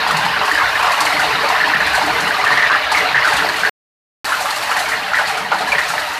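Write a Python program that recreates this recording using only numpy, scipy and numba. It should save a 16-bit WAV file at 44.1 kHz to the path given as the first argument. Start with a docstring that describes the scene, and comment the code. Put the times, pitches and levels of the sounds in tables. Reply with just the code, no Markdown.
"""Under a covered concrete terrace beside corrugated sheet roofs, a phone hears hail and heavy rain.
From the start, far rain (smooth noise) and small stones (ringing bursts) merge into roar, rumble and spray.
Large stones soon clank in the sheet, each a knock and a rattle; others splatter brightly close by.
A near wall echoes the bass throughout, and the phone cuts both ends of the range and limits the peaks.
Late on, the sound drops out for half a second; the roar then returns a few dB lower."""
import sys
import numpy as np
from scipy import signal
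from scipy.fft import rfft, irfft
from scipy.io import wavfile
from scipy.ndimage import uniform_filter1d, minimum_filter1d
from numba import njit

SR = 44100
rng = np.random.default_rng(int(sys.argv[2]) if len(sys.argv) > 2 else 0)


def wav_out(sig):
    """Save sig, one row per channel (or a flat mono array), as 16-bit PCM at SR to the path in sys.argv[1]."""
    wavfile.write(sys.argv[1], SR, np.round(np.clip(np.atleast_2d(sig).T, -1, 1) * 32767).astype(np.int16))


N = 272979

# The steady downpour, rms levels ahead of wall and phone, joined by straight lines:
# time_s, roar_db, rumble_db, spray_db
DOWNPOUR = [(0, -16.5, -30, -56), (.5, -17.5, -35, -34.5), (1.14, -16.5, -34.5, -33),
            (1.75, -16.5, -32, -38), (2.15, -17.5, -32.5, -34), (2.72, -17.5, -37.5, -37),
            (2.9, -18.5, -37.5, -42), (2.95, -15, -35, -30), (3.18, -17, -34, -44),
            (3.3, -15.5, -34, -35.5), (3.66, -20, -34.5, -34), (4.28, -21, -48.5, -29.5),
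            (4.76, -19.5, -42.5, -32.5), (5.1, -21.5, -38.5, -38), (5.3, -18, -41, -36),
            (5.49, -24.5, -37.5, -44), (5.56, -20, -38, -38), (5.84, -19.5, -38, -35.5),
            (6.19, -23, -44.5, -33)]
# Spectral shape of the rain on the roofs: frequency_hz, relative_db (per Hz)
ROAR_SPECTRUM = [(250, -21.5), (400, -30), (560, -10), (730, -2.5), (1000, -2.5), (1400, -3), (1850, -1.5),
                 (2200, -6.5), (2900, -7.5), (3300, -13), (4200, -10), (5500, -21.5), (7500, -35.5),
                 (14000, -39)]
# Spectral shape of the drumming sheets: frequency_hz, relative_db (per Hz)
RUMBLE_SPECTRUM = [(20, -23.5), (40, -9), (60, 3), (105, -3), (135, 3.5), (220, 2.5), (330, 0), (450, 6.5),
                   (600, -17)]
# Spectral shape of the hiss on wet concrete: frequency_hz, relative_db (per Hz)
SPRAY_SPECTRUM = [(2500, -1), (4500, 1.5), (6500, -1.5), (14200, -7.5)]
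# Large stones on the sheet: start_s, knock_peak_db, pitch_hz, rattle_db (against the knock)
SHEET_HITS = [(0.064, -8, 982, -12), (0.09, -10, 820, -13), (0.108, -5, 1210, -14), (0.147, -8, 920, -13),
              (0.232, -15.5, 842, -2), (0.263, -9, 920, -12), (0.341, -16, 1550, -11),
              (0.364, -9, 1500, -9), (0.413, -7, 840, -8), (0.433, -10, 1130, -8), (0.479, -12, 1040, -3),
              (0.514, 0.5, 1810, -17), (0.554, -2, 1780, -18), (0.576, -3, 1670, -8),
              (0.597, -10, 1310, -11), (0.619, -2.5, 1044, -9), (0.658, -7.5, 1870, -13),
              (0.754, -10, 1790, -5), (0.797, -12.5, 1010, -8), (0.829, -7, 1060, -6),
              (0.845, -6, 1050, -7), (0.867, -7, 1080, -2.5), (0.905, -10.5, 1030, -4),
              (0.935, -7.5, 1060, -13), (0.987, -13, 875, -5), (1.011, -5.5, 1020, -6.5),
              (1.052, -9, 824, -6), (1.067, -8, 2180, -9), (1.168, -9.5, 2170, -15),
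              (1.196, -4.5, 1470, -8.5), (1.235, -9.5, 740, -8.5), (1.265, -16, 745, -11),
              (1.307, -14, 2570, -6), (1.328, -12, 1840, -11), (1.437, -10.5, 608, -10.5),
              (1.501, -3, 970, -9), (1.544, -10, 925, -15), (1.564, -16, 1750, -13), (1.602, -7, 1770, -9),
              (1.638, 1, 1740, -14.5), (1.675, -9, 1070, -17), (1.717, -10, 1080, -17),
              (1.736, 1, 1790, -13), (1.76, 0.5, 1850, -27), (1.803, -7.5, 1750, -4.5),
              (1.872, -9, 1700, -5), (1.944, -9.5, 1730, -4), (1.979, -10, 734, -6),
              (2.015, -7.5, 880, -8.5), (2.081, -10, 775, -15), (2.15, -15, 2050, -3),
              (2.184, -11, 1560, -5), (2.284, -13, 1050, -11), (2.308, -2, 1620, -17),
              (2.341, -9.5, 1160, -6), (2.398, -10.5, 960, -12), (2.44, 0, 1180, -11.5),
              (2.46, -8, 1720, -2), (2.469, -6, 1770, -6.5), (2.505, -11, 1010, -2),
              (2.519, -7.5, 1870, -2.5), (2.573, -4.5, 1850, -3), (2.582, -5, 1930, -13),
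              (2.622, 1.5, 1780, -6), (2.639, -8, 1940, -17), (2.663, -3, 1860, -10), (2.699, -3, 1160, -2),
              (2.698, 2.5, 1550, -9), (2.736, -0.5, 1760, -8.5), (2.749, -1, 1290, -16),
              (2.917, -10.5, 865, -2), (2.947, -7, 2170, -11.5), (2.972, -5.5, 2130, -8),
              (3.006, -5, 1990, -11), (3.088, -11.5, 2350, -9), (3.145, 4.5, 1720, -10.5),
              (3.162, -2, 1930, -15.5), (3.178, 2.5, 1770, -11), (3.222, -3, 2000, -11),
              (3.246, 0, 1500, -10.5), (3.274, -6.5, 1250, -9), (3.328, -9, 1616, -11.5),
              (3.401, -9.5, 1700, -11), (3.422, -8, 1380, -10), (3.447, -9.5, 721, -9),
              (3.489, -7, 1680, -9), (3.542, -10.5, 1950, -12.5), (3.584, -13.5, 1370, -11),
              (3.634, -5, 1570, -9), (3.649, -4.5, 1784, -8), (3.672, -5, 1700, -7.5),
              (4.291, -13, 1075, -1.5), (4.321, -5.5, 1380, -8.5), (4.343, -11.5, 1450, -8),
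              (4.402, -18, 850, -2), (4.457, -8, 1240, -10), (4.508, -16, 1280, -19), (4.693, -14, 910, -6),
              (4.714, -8.5, 1330, -7.5), (4.765, -14, 1820, 0.5), (4.807, -14.5, 755, -8),
              (4.918, -9.5, 1880, -8), (4.93, -9, 1810, -7.5), (4.956, -12, 1850, -13),
              (5.134, -5, 1410, -15), (5.144, -2, 1830, -13), (5.169, -10, 1810, -4.5),
              (5.186, -4.5, 1540, -6), (5.209, -10.5, 820, -6.5), (5.299, -22, 1850, -7),
              (5.376, -14, 1380, -11), (5.449, -14, 1900, -22), (5.517, -6.5, 830, -5),
              (5.522, -3, 1404, -11), (5.547, -16, 1000, -13), (5.607, -13, 736, -8),
              (5.619, -13.5, 746, -12), (5.719, -8.5, 2370, -5), (5.73, -13, 726, -4),
              (5.741, -14, 1570, -10), (5.75, -9, 1900, -9.5), (5.782, -3, 1840, -7.5),
              (5.832, -12, 1890, -9), (5.903, -10, 1370, -13), (5.938, -11, 785, -8),
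              (5.979, -10, 1800, -5.5)]
# Stones that burst close by: start_s, level_db (nominal peak of the hiss), scatter_db (against the hiss)
CLOSE_HITS = [(0.0747, -15, -6), (0.1087, -12, -10), (0.168, -11.5, -7), (0.2508, -16, -7),
              (0.4524, -17.5, -1), (0.5132, -11.5, -12), (0.5464, -15, -7), (0.7914, -21, -5),
              (0.8264, -18, -5), (0.919, -12, -7), (1.005, -5.5, -9.5), (1.0524, -11.5, -4),
              (1.1935, -11.5, -4), (1.4294, -21, -4), (1.4874, -15, -5), (1.6794, -19, -10),
              (1.8654, -15, -7), (1.9314, -17, -5), (1.9505, -12, -5), (2.0224, -21, -7),
              (2.0617, -16, -11), (2.203, -14, -6), (2.2764, -16, -9), (2.4394, -15.5, -4),
              (2.5194, -17.5, -5), (2.9174, -9, -10), (2.9774, -15, -6), (3.2454, -14, -4),
              (3.275, -13.5, -3), (3.3324, -13, -7), (3.3667, -9.5, -8.5), (3.488, -15, -15),
              (3.5628, -16, -4), (3.5934, -17, -8), (4.252, -13.5, -5), (4.2914, -15.5, -9),
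              (4.4034, -16.5, 2.5), (4.5057, -11.5, -9), (4.5605, -12, -6), (4.6249, -15, -4),
              (4.6724, -22, -17), (4.7064, -18, -1), (4.7654, -18, 1), (4.7915, -12, -4), (4.8863, -18, 2),
              (5.1534, -18, -2), (5.1831, -17, -6), (5.2714, -17.5, 2), (5.3724, -17, -3.5),
              (5.5354, -23, -5), (5.5854, -19.5, -8), (5.6101, -18, -14), (5.6734, -18.5, 0),
              (5.7194, -15.5, -11), (5.7818, -17, -2), (5.8364, -19, -5), (5.882, -15.5, 2),
              (5.994, -16.5, -6)]
# The silent stretch: start_s, end_s
DROPOUT = 3.6948, 4.2449

KNOCK_WIDTH_HZ, GRIT_T60_S, GRIT_RE_KNOCK_DB = 220, 0.039, -19
RATTLE_WIDTH_HZ, RATTLE_T60_S = 358, 0.16
SHEET_HZ, SHEET_WIDTH_HZ, SHEET_T60_S, SHEET_RE_RATTLE_DB = 1200, 1820, 0.1, -3.5
SPLAT_HZ, SPLAT_WIDTH_HZ, CRACK_OVER_HISS_DB = 6370, 9800, 9.5
HISS_T60_S, SCATTER_T60_S = 0.079, 0.45
RING_HZ, RING_WIDTH_HZ = 4400, 900
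# Echo delay, a deeply cancelled frequency at the centre of the band, its reach and greatest echo share
WALL_DELAY_S, WALL_HZ, WALL_OCTAVES, WALL_SHARE = 0.0067, 374.2, 0.81, 0.88


def undb(db):
    """Turn decibels into an amplitude factor."""
    return 10 ** (np.asarray(db) / 20)


def unit(x):
    """Scale to an rms of one."""
    return x / np.sqrt(np.mean(x ** 2))


def bin_frequencies():
    """Frequencies of the transform bins in Hz, raised by 1 Hz to keep logarithms finite."""
    return np.arange(N // 2 + 1) * SR / N + 1


def colour(x, points):
    """Shape a spectrum by (Hz, dB) points joined on a log-frequency axis."""
    hz, db = np.transpose(points)
    shape_db = np.interp(np.log(bin_frequencies()), np.log(hz), db)
    return irfft(rfft(x) * undb(shape_db), N)


@njit
def bursts(noise, start, gain, hz, width, t60, knock, rise):
    """A blow knocks a patch of close modes, which rattles on: click and decaying noise, band-passed twice."""
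    y = np.zeros(len(noise))
    for e in range(len(start)):
        g = np.tan(np.pi * hz[e] / SR)
        damping = width[e] / hz[e]
        scale = 1 + g * (g + damping)
        fall = np.exp(-np.log(1000) / (t60[e] * SR))
        level = gain[e] * np.sqrt(2 * SR / np.pi / width[e])
        # The click is sized so that its ring peaks at knock x gain
        click = knock[e] * gain[e] * SR * np.e / (2 * np.pi * width[e])
        band1, low1, band2, low2 = 0., 0., 0., 0.
        first = int(start[e] * SR)
        # Each burst ends after half its t60, with the noise 30 dB down
        for n in range(min(int(t60[e] * SR / 2), len(y) - first)):
            attack = min(n / (rise * SR), 1.)
            x = click + level * attack * noise[(first + n + 7919 * e) % len(y)]
            v = (band1 + g * (x - low1)) / scale
            band1, low1 = 2 * v - band1, low1 + 2 * g * v
            w = (band2 + g * (damping * v - low2)) / scale
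            band2, low2 = 2 * w - band2, low2 + 2 * g * w
            y[first + n] += damping * w
            level *= fall
            click = 0.
    return y


def small_stones(count, lo_hz, hi_hz, spread_db, sharp, t60, knock_db):
    """Random blows over the roofs, most small and a few large, even in power per Hz."""
    when, pitch, size, ring = rng.random((count, 4)).T
    hz = lo_hz * (hi_hz / lo_hz) ** pitch
    size_db = np.minimum(-spread_db * np.log(1 - size), 9)
    gain = undb(size_db) * np.sqrt(hz)
    knock = np.full(count, undb(knock_db))
    blows = bursts(rng.standard_normal(N), when * N / SR, gain, hz, hz / sharp,
                   t60 * (.5 + ring), knock, 0.0015)
    return unit(blows)


def roar():
    """Far rain is a smooth wash; nearer stones ring out of it one by one."""
    wash = rng.standard_normal(N)
    stones = small_stones(count=3000, lo_hz=389.2, hi_hz=7080.0, spread_db=1.0,
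                          sharp=10.4, t60=0.12, knock_db=3.5)
    return unit(colour(wash + undb(-5.5) * stones, ROAR_SPECTRUM))


def rumble():
    """Whole sheets drum faintly under the load: low noise with broad thuds in it."""
    wash = rng.standard_normal(N)
    thuds = small_stones(count=200, lo_hz=39.8, hi_hz=489.0, spread_db=1.0,
                         sharp=2.7, t60=0.54, knock_db=-8.0)
    return unit(colour(wash + undb(-12.5) * thuds, RUMBLE_SPECTRUM))


def spray():
    """Drops and ice chips hiss on the wet concrete: bright noise with short ticks in it."""
    wash = rng.standard_normal(N)
    chips = small_stones(count=900, lo_hz=3970.0, hi_hz=14100.0, spread_db=2.0,
                         sharp=2.7, t60=0.02, knock_db=7.0)
    return unit(colour(wash + undb(-9.5) * chips, SPRAY_SPECTRUM))


def clanks():
    """Large stones knock out a short clear ring, rattle a patch and shake the whole sheet more broadly."""
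    start_s, knock_db, pitch_hz, rattle_re_knock_db = np.array(SHEET_HITS, float).T
    same = np.ones(len(start_s))
    no_click = 0 * same
    rattle_db = knock_db + rattle_re_knock_db
    # The noise is set to the grit level; the click stands above it at the knock level
    knock = bursts(rng.standard_normal(N), start_s, undb(knock_db + GRIT_RE_KNOCK_DB), pitch_hz,
                   KNOCK_WIDTH_HZ * same, GRIT_T60_S * same, undb(-GRIT_RE_KNOCK_DB) * same, 0.0018)
    patch = bursts(rng.standard_normal(N), start_s, undb(rattle_db), pitch_hz,
                   RATTLE_WIDTH_HZ * same, RATTLE_T60_S * same, no_click, 0.0065)
    sheet = bursts(rng.standard_normal(N), start_s, undb(rattle_db + SHEET_RE_RATTLE_DB), SHEET_HZ * same,
                   SHEET_WIDTH_HZ * same, SHEET_T60_S * same, no_click, 0.0014)
    return knock + patch + sheet


def splats():
    """Close stones crack with a short bright hiss, and a ring near 4.4 kHz sounds with each crack; their chips
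    scatter with a longer hiss."""
    start_s, level_db, scatter_db = np.array(CLOSE_HITS, float).T
    same = np.ones(len(start_s))
    hiss_rms = undb(level_db) / 4  # noise peaks stand about four times over its rms
    splat_hz, splat_width_hz = SPLAT_HZ * same, SPLAT_WIDTH_HZ * same
    short, click = HISS_T60_S * same, undb(CRACK_OVER_HISS_DB) * same
    crack = bursts(rng.standard_normal(N), start_s, hiss_rms, splat_hz, splat_width_hz, short, click, 0.0011)
    ping = bursts(rng.standard_normal(N), start_s, hiss_rms, RING_HZ * same, RING_WIDTH_HZ * same,
                  short, click, 0.0015)
    scatter = bursts(rng.standard_normal(N), start_s, hiss_rms * undb(scatter_db), splat_hz, splat_width_hz,
                     SCATTER_T60_S * same, 0 * same, 0.006)
    return crack + ping + scatter


def wall(x):
    """A short echo off the near wall cancels evenly spaced bands in the bass, fading out either side."""
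    f = bin_frequencies()
    share = WALL_SHARE * np.exp(-(np.log2(f / WALL_HZ) / WALL_OCTAVES) ** 2)
    echo = share * np.exp(-2j * np.pi * (f - WALL_HZ) * WALL_DELAY_S)
    return irfft(rfft(x) * (1 - echo), N)


def scene():
    """Sum the downpour and the single stones on the terrace, with the wall beside them."""
    time_s, *columns = np.transpose(DOWNPOUR)
    t = np.arange(N) / SR
    roar_db, rumble_db, spray_db = (np.interp(t, time_s, column) for column in columns)
    rain = undb(roar_db) * roar() + undb(rumble_db) * rumble() + undb(spray_db) * spray()
    return wall(rain + clanks() + splats())[None]


def limiter(x, top, look_s):
    """Gain eases down just ahead of any peak that would pass the top, and back up after it."""
    k = int(look_s * SR)
    needed_gain = np.minimum(1, top / (np.abs(x) + 1e-9))
    lowest_gain = minimum_filter1d(needed_gain, size=2 * k)
    return x * uniform_filter1d(lowest_gain, size=k)


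def record(dry):
    """The phone cuts deep bass, limits the peaks, falls silent for a moment, and cuts the top."""
    t = np.arange(N) / SR
    bass_cut = signal.butter(2, 48., "high", fs=SR, output="sos")
    held = limiter(signal.sosfilt(bass_cut, dry[0]), top=.71, look_s=.003)
    silence_start_s, silence_end_s = DROPOUT
    held = held * ((t < silence_start_s) | (t > silence_end_s))
    # Steep low-pass at 14250 Hz: 0.2 dB ripple below, 80 dB down above
    top_cut = signal.ellip(12, .2, 80, 14250, fs=SR, output="sos")
    return signal.sosfilt(top_cut, held)[None]


dry = scene()
out = record(dry)
wav_out(out)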